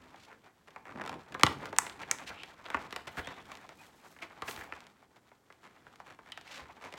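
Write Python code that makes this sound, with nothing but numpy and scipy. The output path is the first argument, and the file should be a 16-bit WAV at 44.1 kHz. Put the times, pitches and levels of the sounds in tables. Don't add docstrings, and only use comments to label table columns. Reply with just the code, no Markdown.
import sys
import numpy as np
from scipy import signal
from scipy.fft import rfft, irfft, next_fast_len
from scipy.io import wavfile
from scipy.ndimage import uniform_filter1d, map_coordinates

SR = 44100
rng = np.random.default_rng(int(sys.argv[2]) if len(sys.argv) > 2 else 0)


def waveform_to_disk(signal):
    frames = np.transpose(np.atleast_2d(signal))
    scaled = np.clip(frames, -1, 1) * 32767
    samples = np.round(scaled).astype(np.int16)
    wavfile.write(sys.argv[1], SR, samples)


N = 307818
TIME = np.arange(N) / SR
SIZE = 4096
HZ = np.fft.rfftfreq(SIZE, 1 / SR)

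# t/s, panel level/dB, panel f/Hz,
# panel sharpness, hollow level/dB, crack f/Hz, crack level/dB, crack sharpness,
# relative upper mode/dB, edge echo delay/s, relative ring/dB
SNAPS = [(1.4339, -17, 1200, 0.31, -22.5, 3600, -16.5, 2.6, -16, 0.00094, -7),
         (1.4653, -29, 1200, 0.6, -44, 3080, -25.5, 11, -21, 0.0025, 0),
         (1.4697, -33, 1100, 0.99, -41.5, 3000, -49.5, 2, -10, 0.0013, 0),
         (1.7858, -22.5, 1746, 1.1, -53, 6385, -19, 11, 0.5, .0011, -10.5),
         (2.1128, -31.5, 2100, 2.9, -53, 6500, -23, 11, -18, 0.0022, -11),
         (2.7447, -26.5, 1250, 0.27, -37, 3470, -47, 2.7, -8, 0.00345, 1.5),
         (4.7235, -36.5, 1201, .25, -48.5, 2333, -60, 1.88, -7, 0.0004, -2),
         (6.3198, -66, 1997, 0.94, -78.5, 3030, -41, 34, -35, .001, 11)]
# t/s, level/dB, f/Hz, relative crispness/dB
TICKS = [(0.143, -55.5, 764, -33), (0.761, -46.5, 850, -22), (0.854, -53.5, 1070, -13),
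         (0.922, -55.5, 1170, -8), (0.958, -52.5, 890, -13), (0.9739, -53, 910, -9),
         (0.986, -50.5, 800, -23), (0.997, -45, 845, -19), (1.0111, -44.5, 1780, -27),
         (1.016, -43.5, 1470, -8), (1.0384, -48.5, 890, -9), (1.052, -48.5, 850, -11),
         (1.0618, -47.5, 850, -3), (1.0762, -45, 1210, -3.5), (1.094, -42, 880, -3.5),
         (1.1168, -50.5, 1100, -10.5), (1.128, -46, 880, -11), (1.141, -57, 880, 0),
         (1.348, -40, 1180, -23), (1.3964, -45, 1200, -2), (1.4105, -50, 1990, 1), (1.656, -45.5, 1250, -2),
         (1.728, -42, 820, -15), (1.866, -45, 2400, -2), (2.033, -46.5, 2100, -21), (2.304, -49, 1800, -21),
         (2.434, -48.5, 2620, 1), (2.656, -52.5, 3200, -20), (2.662, -49.5, 3200, -12),
         (2.685, -50.5, 1120, -12), (2.702, -44, 1170, -1.5), (2.77, -42.5, 865, -32),
         (2.926, -44.5, 2070, 0), (2.962, -41.5, 1160, 1.5), (3.517, -49.5, 1030, -1.5),
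         (3.691, -54, 725, 0.5), (4.164, -57.5, 1790, -16), (4.188, -58, 2200, -6),
         (4.421, -39.5, 1130, -8), (4.575, -50.5, 1880, -17), (4.591, -53, 1900, -10),
         (4.611, -51.5, 1700, -9), (4.736, -54, 2200, -9.5), (5.026, -62, 778, -23.5),
         (5.164, -65, 707, -36.5), (5.316, -59.5, 843, -23.5), (5.502, -56, 1713, -21.5),
         (5.867, -55.5, 1517, -13), (6.001, -50, 880, -9.5), (6.189, -54, 1100, -22.5),
         (6.375, -48, 1570, -1), (6.594, -51, 1090, -18), (6.656, -57, 1390, -19), (6.925, -53.5, 655, 0.5),
         (6.939, -48.5, 730, -3.5)]
# t/s, level/dB
FIBRES = [(0.706, -64), (1.764, -48.5), (1.897, -47.5), (2.186, -50.5), (2.825, -59.5), (2.908, -54),
          (2.942, -60), (3.091, -58), (3.425, -64), (3.455, -61), (3.553, -53), (3.572, -55), (3.836, -63),
          (4.511, -45.5), (4.563, -48.5), (4.805, -56), (4.868, -57.5), (5.525, -61.5), (5.958, -60.5),
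          (6.32, -56), (6.412, -56.5)]
# start/s, end/s, slip rate/Hz, level/dB, relative crispness/dB
CREAKS = [(0.304, 0.328, 174, -56, -31), (0.436, 0.509, 118, -64.5, -32), (0.674, 0.689, 200, -53.5, -6.5),
          (0.863, 0.92, 105, -51, -16), (1.32, 1.347, 41, -48.5, 2), (1.994, 2.035, 156, -51.5, -3.5),
          (3.071, 3.081, 517, -47.5, -2), (3.17, 3.201, 256, -41, -10.5), (3.245, 3.284, 78, -49, -4.5),
          (4.219, 4.237, 690, -56, -2), (4.479, 4.489, 480, -42.5, -4), (5.633, 5.675, 150, -57.5, -6.5),
          (6.061, 6.123, 130, -55, -6.5), (6.261, 6.303, 106, -57, -9), (6.489, 6.646, 155, -56.5, -11),
          (6.811, 6.886, 170, -54.5, -7.5)]
# t/s, f/Hz, level/dB, t60/s
THUMPS = [(1.445, 68, -45, 0.11), (2.3, 75, -48, 0.074), (2.754, 82, -49, 0.11), (3.076, 120, -45, 0.068),
          (3.177, 167, -35, 0.049), (3.19, 73, -35, 0.066), (4.583, 77, -47, 0.11),
          (6.62, 69.4, -51.5, 0.14)]
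# t/s, half length/s, level/dB, f/Hz, sharpness
SWISHES = [(0.227, 0.036, -59.5, 3170, 1.5), (2.281, 0.013, -38, 2270, 1.17), (2.403, 0.05, -53, 2760, 4.9),
           (3.177, 0.051, -58.5, 7150, 0.48), (3.27, 0.13, -60, 3200, 4.8),
           (3.525, 0.14, -68.5, 3600, 0.44), (3.828, 0.069, -63.5, 3230, 0.48),
           (4.087, 0.16, -65, 4930, 0.56), (4.227, 0.0086, -40, 2300, 4.6), (4.498, 0.036, -49, 6000, 0.15),
           (4.567, 0.075, -54.5, 6750, 0.11), (6.37, 0.088, -63.5, 3007, 4.7),
           (6.538, 0.067, -50, 2400, 1.25)]
# start/s, end/s, start f/Hz, end f/Hz, level/dB
SQUEAKS = [(3.239, 3.3, 3080, 3870, -53), (3.777, 3.83, 2430, 2530, -59.5)]
# start/s, end/s, groan level/dB
PRESSES = [(0.884, 1.233, -53), (1.28, 1.883, -53.5)]
# t/s, level/dB
EFFORT = [(0, -59), (0.33, -64.5), (0.57, -77), (0.8, -68), (1.03, -65), (1.27, -61), (1.52, -50.5),
          (1.7, -54), (2.25, -50.5), (2.59, -62.5), (2.79, -48), (3.05, -60.5), (3.3, -52), (3.92, -65.5),
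          (4.35, -60.5), (4.55, -50), (5.0, -72.5), (5.5, -76), (5.8, -66), (6.25, -69), (6.58, -61),
          (6.74, -62.5), (6.98, -56.5)]

# f/Hz, width/Hz, relative level/dB
BOX_MODES = [(140, 40, -3), (388, 20, -3), (492, 30, -2), (655, 35, -3), (865, 60, 1), (1245, 41, -2),
             (1400, 21, 0), (1700, 28, -8), (1930, 29, -4), (2340, 49, -6), (2910, 71, -10),
             (3630, 80, -11)]
# f/Hz, relative level/dB
DOOR = [(100, -40), (400, -16), (700, -8), (900, -2), (1100, 0), (1380, 1), (1580, -7), (1930, -3),
        (2500, -8), (3200, -18), (5000, -28), (16000, -44)]
PANEL = [(100, -36), (400, -18), (650, -1), (900, -1), (1350, -1), (1700, -0.5), (2400, -5.5), (3200, -21),
         (5000, -28.5), (9000, -35), (16000, -52)]
HOLLOW = [(25, -33.5), (70, -4.5), (150, -1), (195, -6), (270, 0.5), (520, 3.5), (800, -21), (2000, -35.5)]
CRISP = [(800, -27.5), (2000, 7), (3000, 6), (4500, 0), (7500, -6), (9500, -8), (16000, -18.5)]
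SKIN = [(120, -19.5), (300, -8.5), (800, 7), (1400, 4), (2400, -1), (3500, -19), (6000, -35.5),
        (16000, -49)]
HISS = [(1200, -18), (2400, -2), (3300, 5.5), (5000, -2.5), (7500, -6.5), (9000, -11.5), (16000, -15.5)]
RUMBLE = [(20, -24.5), (45, -8), (85, 0), (115, -3), (170, 0), (300, 1.5), (500, -5), (1200, -46.5)]
ROOM_COLOUR = [(300, 3.5), (1500, 3), (4500, 1), (7000, -3), (12000, 1.5)]
ROOM_NOISE = [(25, -15), (120, -4), (309, -7.5), (373, -5), (607, -13), (818, -11), (2550, -22),
              (7710, -22), (16000, -25.5)]
MICROPHONE = [(20, -7), (45, 2), (70, 2.5), (8100, -1), (8900, -4.5)]
# f/Hz, t60/s
CARD_DECAY = [(100, 0.039), (400, 0.091), (1200, 0.069), (3000, 0.019), (7000, 0.025), (14000, 0.011)]
ROOM_DECAY = [(100, 0.7), (500, 0.42), (2000, 0.28), (7000, 0.34), (14000, .32)]


def snaps(fizz_db=-12, upper_mode_ratio=1.28):
    out, crisp = np.zeros(N), boxed(CRISP)
    door, hollow = boxed(DOOR, lift=0.45), boxed(HOLLOW, lift=0.94)
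    for (s, panel_db, panel_hz, panel_sharpness, hollow_db,
         crack_hz, crack_db, sharpness, upper_db, echo_s, ring_db) in SNAPS:
        body = [amp(panel_db) * unit(door * hump(panel_hz, panel_sharpness)), amp(hollow_db) * hollow]
        upper_mode = amp(upper_db) ** 2 * hump(crack_hz * upper_mode_ratio, sharpness)
        modes = hump(crack_hz, sharpness) + upper_mode
        crack = unit(np.sqrt(modes) * hump(crack_hz, sharpness=0.63))
        edge = [amp(crack_db) * crack, amp(crack_db + fizz_db) * crisp]
        add(out, s, release([edge_echo(echo_s) * part for part in body + edge], ring_db))
    return out


def release(parts, ring_db, lag_s=0.0016, lag_at_hz=1000, knee_hz=35.8, level_window_s=0.01):
    gain = np.sqrt(sum(part ** 2 for part in parts))
    dispersion = np.exp(-2j * np.pi * lag_s * lag_at_hz * np.log1p(HZ / knee_hz))
    rattle = 1 + amp(ring_db) * rfft(dying_noise(CARD_DECAY, SIZE))
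    wave = unit(minimum_phase(gain) * dispersion * rattle)
    return irfft(wave) * np.sqrt(np.mean(gain ** 2) * SR * level_window_s)


def edge_echo(echo_s, echo_db=-7, loss_cycles=14):
    cycles = HZ * echo_s
    return unit(np.abs(1 + amp(echo_db) * np.exp(-cycles / loss_cycles - 2j * np.pi * cycles)))


def boxed(spectrum, lift=0.27):
    modes = sum((lift * amp(db)) ** 2 / (1 + (2 * (HZ - centre) / width) ** 2)
                for centre, width, db in BOX_MODES)
    return unit(amp(along(spectrum, HZ)) * np.sqrt(1 + modes))


def hump(centre_hz, sharpness):
    ratio = (HZ + 1) / centre_hz
    return unit(1 / (1 + (sharpness / 2 * (ratio - 1 / ratio)) ** 2))


def ticks():
    out = np.zeros(N)
    for s, db, pitch_hz, crisp_db in TICKS:
        add(out, s, amp(db) * tick(pitch_hz, crisp_db))
    return out


def tick(pitch_hz, crisp_db, hollow_db=-8):
    body = [boxed(PANEL), amp(hollow_db) * boxed(HOLLOW)]
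    spot = [hump(pitch_hz, sharpness=4), amp(crisp_db) * boxed(CRISP)]
    return release(body + spot, ring_db=0.5)


def fibres(panel_db=-3):
    out = np.zeros(N)
    click = unit(boxed(CRISP) * hump(centre_hz=6000, sharpness=0.5))
    for s, db in FIBRES:
        add(out, s, amp(db) * release([click, amp(panel_db) * boxed(PANEL)], ring_db=-3))
    return out


def crinkle(count=42, easy_db=-65, growth=0.55, scatter_db=3, pitch_hz=1200, octaves=0.4, crisp_db=-9):
    out, push_db = np.zeros(N), effort()
    onsets = ((np.arange(count) + rng.random(count)) * (N - 1) / count).astype(int)
    for at, (strength, pitch, crisp) in zip(onsets, rng.standard_normal((count, 3))):
        sound = tick(pitch_hz * 2 ** (octaves * pitch), crisp_db + scatter_db * crisp)
        add(out, at / SR, amp(easy_db + growth * push_db[at] + scatter_db * strength) * sound)
    return out


def creaks(jitter=0.17, scatter_db=2.5, hollow_db=-8, swell_db=4):
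    out, panel, hollow, crisp = np.zeros(N), boxed(PANEL), boxed(HOLLOW), boxed(CRISP)
    for start, end, rate, db, crisp_db in CREAKS:
        chance = rng.standard_normal(size=(24, 2))
        parts = [panel, amp(hollow_db) * hollow, amp(crisp_db) * crisp]
        spots = [release(parts, ring_db=3) for _ in range(4)]
        for k, (s, (late, strength)) in enumerate(zip(np.arange(start, end, 1 / rate), chance)):
            swell = np.sin(np.pi * (s - start) / (end - start)) - 1
            gain = amp(db + swell_db * swell + scatter_db * strength)
            add(out, s + jitter * late / rate, gain * spots[k % len(spots)])
    return out


def thumps(attack_s=0.004):
    out, t = np.zeros(N), np.arange(SR // 2) / SR
    for s, hz, db, t60 in THUMPS:
        envelope = np.exp(-np.log(1000) * t / t60) * (1 - np.exp(-t / attack_s))
        add(out, s, amp(db) * envelope * np.sin(2 * np.pi * hz * t))
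    return out


def swishes():
    friction = gritty(catches(rate=790, spread_db=0.5, smooth=1))
    return sum(amp(db) * np.exp(-((TIME - s) / half_s) ** 2) * through(friction, hump(hz, sharpness))
               for s, half_s, db, hz, sharpness in SWISHES)


def squeaks(waver=0.019, flutter_db=3):
    out = np.zeros(N)
    drift, flutter = 1 + waver * wobble(rate=460), amp(flutter_db * wobble(rate=210))
    for start, end, start_hz, end_hz, db in SQUEAKS:
        on = (TIME > start) & (TIME < end)
        progress = (TIME[on] - start) / (end - start)
        hz = (start_hz + (end_hz - start_hz) * progress) * drift[on]
        note = np.sqrt(2) * np.sin(2 * np.pi * np.cumsum(hz) / SR)
        out[on] += amp(db) * np.sin(np.pi * progress) * flutter[on] * note
    return out


def rubbing(drag_db=-60, hiss_db=-70, rumble_db=-66, hiss_growth=0.76, rumble_growth=0.67, unsteady_db=4):
    push_db = effort()
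    pressure = amp(unsteady_db * wobble(rate=35))
    drag = through(catches(rate=400, spread_db=2, smooth=1), boxed(SKIN, lift=0.41))
    drag = wandering_contact(drag)
    hiss = through(gritty(catches(rate=710, spread_db=-3, smooth=0.38)), boxed(HISS))
    rumble = coloured_noise(RUMBLE)
    friction = amp(drag_db + push_db) * drag + amp(hiss_db + hiss_growth * push_db) * hiss
    return pressure * friction + amp(rumble_db + rumble_growth * push_db) * rumble


def effort(easy_db=-60):
    return np.interp(TIME, *np.transpose(EFFORT)) - easy_db


def catches(rate, spread_db, smooth):
    impulses = (rng.random(N) < rate / SR) * rng.choice([-1, 1], N)
    sizes = amp(spread_db * np.minimum(rng.standard_normal(N), 2))
    return unit(impulses * sizes) + smooth * rng.standard_normal(N)


def gritty(x, swing_db=3):
    return unit(x * amp(swing_db * wobble(rate=130)))


def wandering_contact(x, depth_db=2, patch_cells=5):
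    spectra = signal.stft(x, nperseg=512)[2]
    patches = rng.standard_normal(spectra.shape)
    for axis in (0, 1):
        patches = uniform_filter1d(patches, patch_cells, axis)
    return unit(signal.istft(spectra * amp(depth_db * unit(patches)), nperseg=512)[1][:N])


def crackle(easy_db=-76, growth=0.9):
    clicks = catches(rate=110, spread_db=4, smooth=0)
    colour = boxed(CRISP) * hump(centre_hz=8000, sharpness=0.38)
    return amp(easy_db + growth * effort()) * through(clicks, colour)


def groan(ramp_s=0.06, unsteady_db=2):
    lean = sum(amp(db) * np.clip(np.minimum(TIME - start, end - TIME) / ramp_s, 0, 1)
               for start, end, db in PRESSES)
    strain = through(catches(rate=220, spread_db=2.5, smooth=0.7), hump(centre_hz=250, sharpness=1))
    return amp(unsteady_db * wobble(rate=14)) * lean * strain


def face_reflection(x, delay_s=0.00011, echo_db=-12.5):
    echo = amp(echo_db)
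    return filtered(x, lambda hz: (1 + echo * np.exp(-2j * np.pi * hz * delay_s)) / (1 + echo))


def room(x, wet_db, build_s=0.0096):
    tail = dying_noise(ROOM_DECAY, SR) * (1 - np.exp(-np.arange(SR) / SR / build_s))
    tail = filtered(tail, lambda hz: amp(along(ROOM_COLOUR, hz)))
    return x + amp(wet_db) * signal.fftconvolve(x, tail)[:N]


def room_noise(level_db=-71.5):
    return amp(level_db) * coloured_noise(ROOM_NOISE)


def amp(db):
    return 10 ** (np.asarray(db) / 20)


def unit(x):
    return x / np.sqrt(np.mean(np.abs(x) ** 2) + 1e-20)


def along(points, hz):
    f, values = np.transpose(points)
    return np.interp(np.log(hz + 1), np.log(f + 1), values)


def add(track, s, sound):
    rest = track[max(round(s * SR), 0):][:len(sound)]
    rest += sound[:len(rest)]


def wobble(rate):
    return map_coordinates(rng.standard_normal(SIZE), [TIME * rate])


def filtered(x, response):
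    size = next_fast_len(len(x) + SIZE)
    return irfft(rfft(x, size) * response(np.fft.rfftfreq(size, 1 / SR)), size)[:len(x)]


def minimum_phase(gain):
    cepstrum = irfft(np.log(np.maximum(gain, 1e-9)))
    cepstrum[1:SIZE // 2] *= 2
    cepstrum[SIZE // 2 + 1:] = 0
    return np.exp(rfft(cepstrum))


def through(x, gain):
    return unit(signal.fftconvolve(x, irfft(minimum_phase(gain)))[:N])


def coloured_noise(spectrum):
    return unit(filtered(rng.standard_normal(N), lambda hz: amp(along(spectrum, hz))))


def dying_noise(decay, size):
    centres, octaves = np.geomspace(62, 16000, 9), np.arange(9)
    bin_octave = np.interp(np.log(np.fft.rfftfreq(size, 1 / SR) + 1), np.log(centres), octaves)
    masks = np.clip(1 - np.abs(bin_octave - octaves[:, None]), 0, 1)
    bands = irfft(rfft(rng.standard_normal(size)) * masks, size)
    fade = np.exp(-np.log(1000) * np.arange(size) / SR / along(decay, centres)[:, None])
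    return np.sum(bands * fade / np.linalg.norm(fade, axis=1, keepdims=True), axis=0)


def scene():
    hush = room_noise()
    touches = ticks() + fibres() + crinkle() + creaks() + thumps() + swishes() + squeaks()
    cracks = room(face_reflection(snaps()), wet_db=-14)
    return (cracks + room(touches, wet_db=-10) + rubbing() + crackle() + groan() + hush)[None]


def record(dry, top_hz=16200):
    return np.array([filtered(channel, lambda hz: amp(along(MICROPHONE, hz)) * (hz < top_hz))
                     for channel in dry])


dry = scene()
out = record(dry)
waveform_to_disk(out)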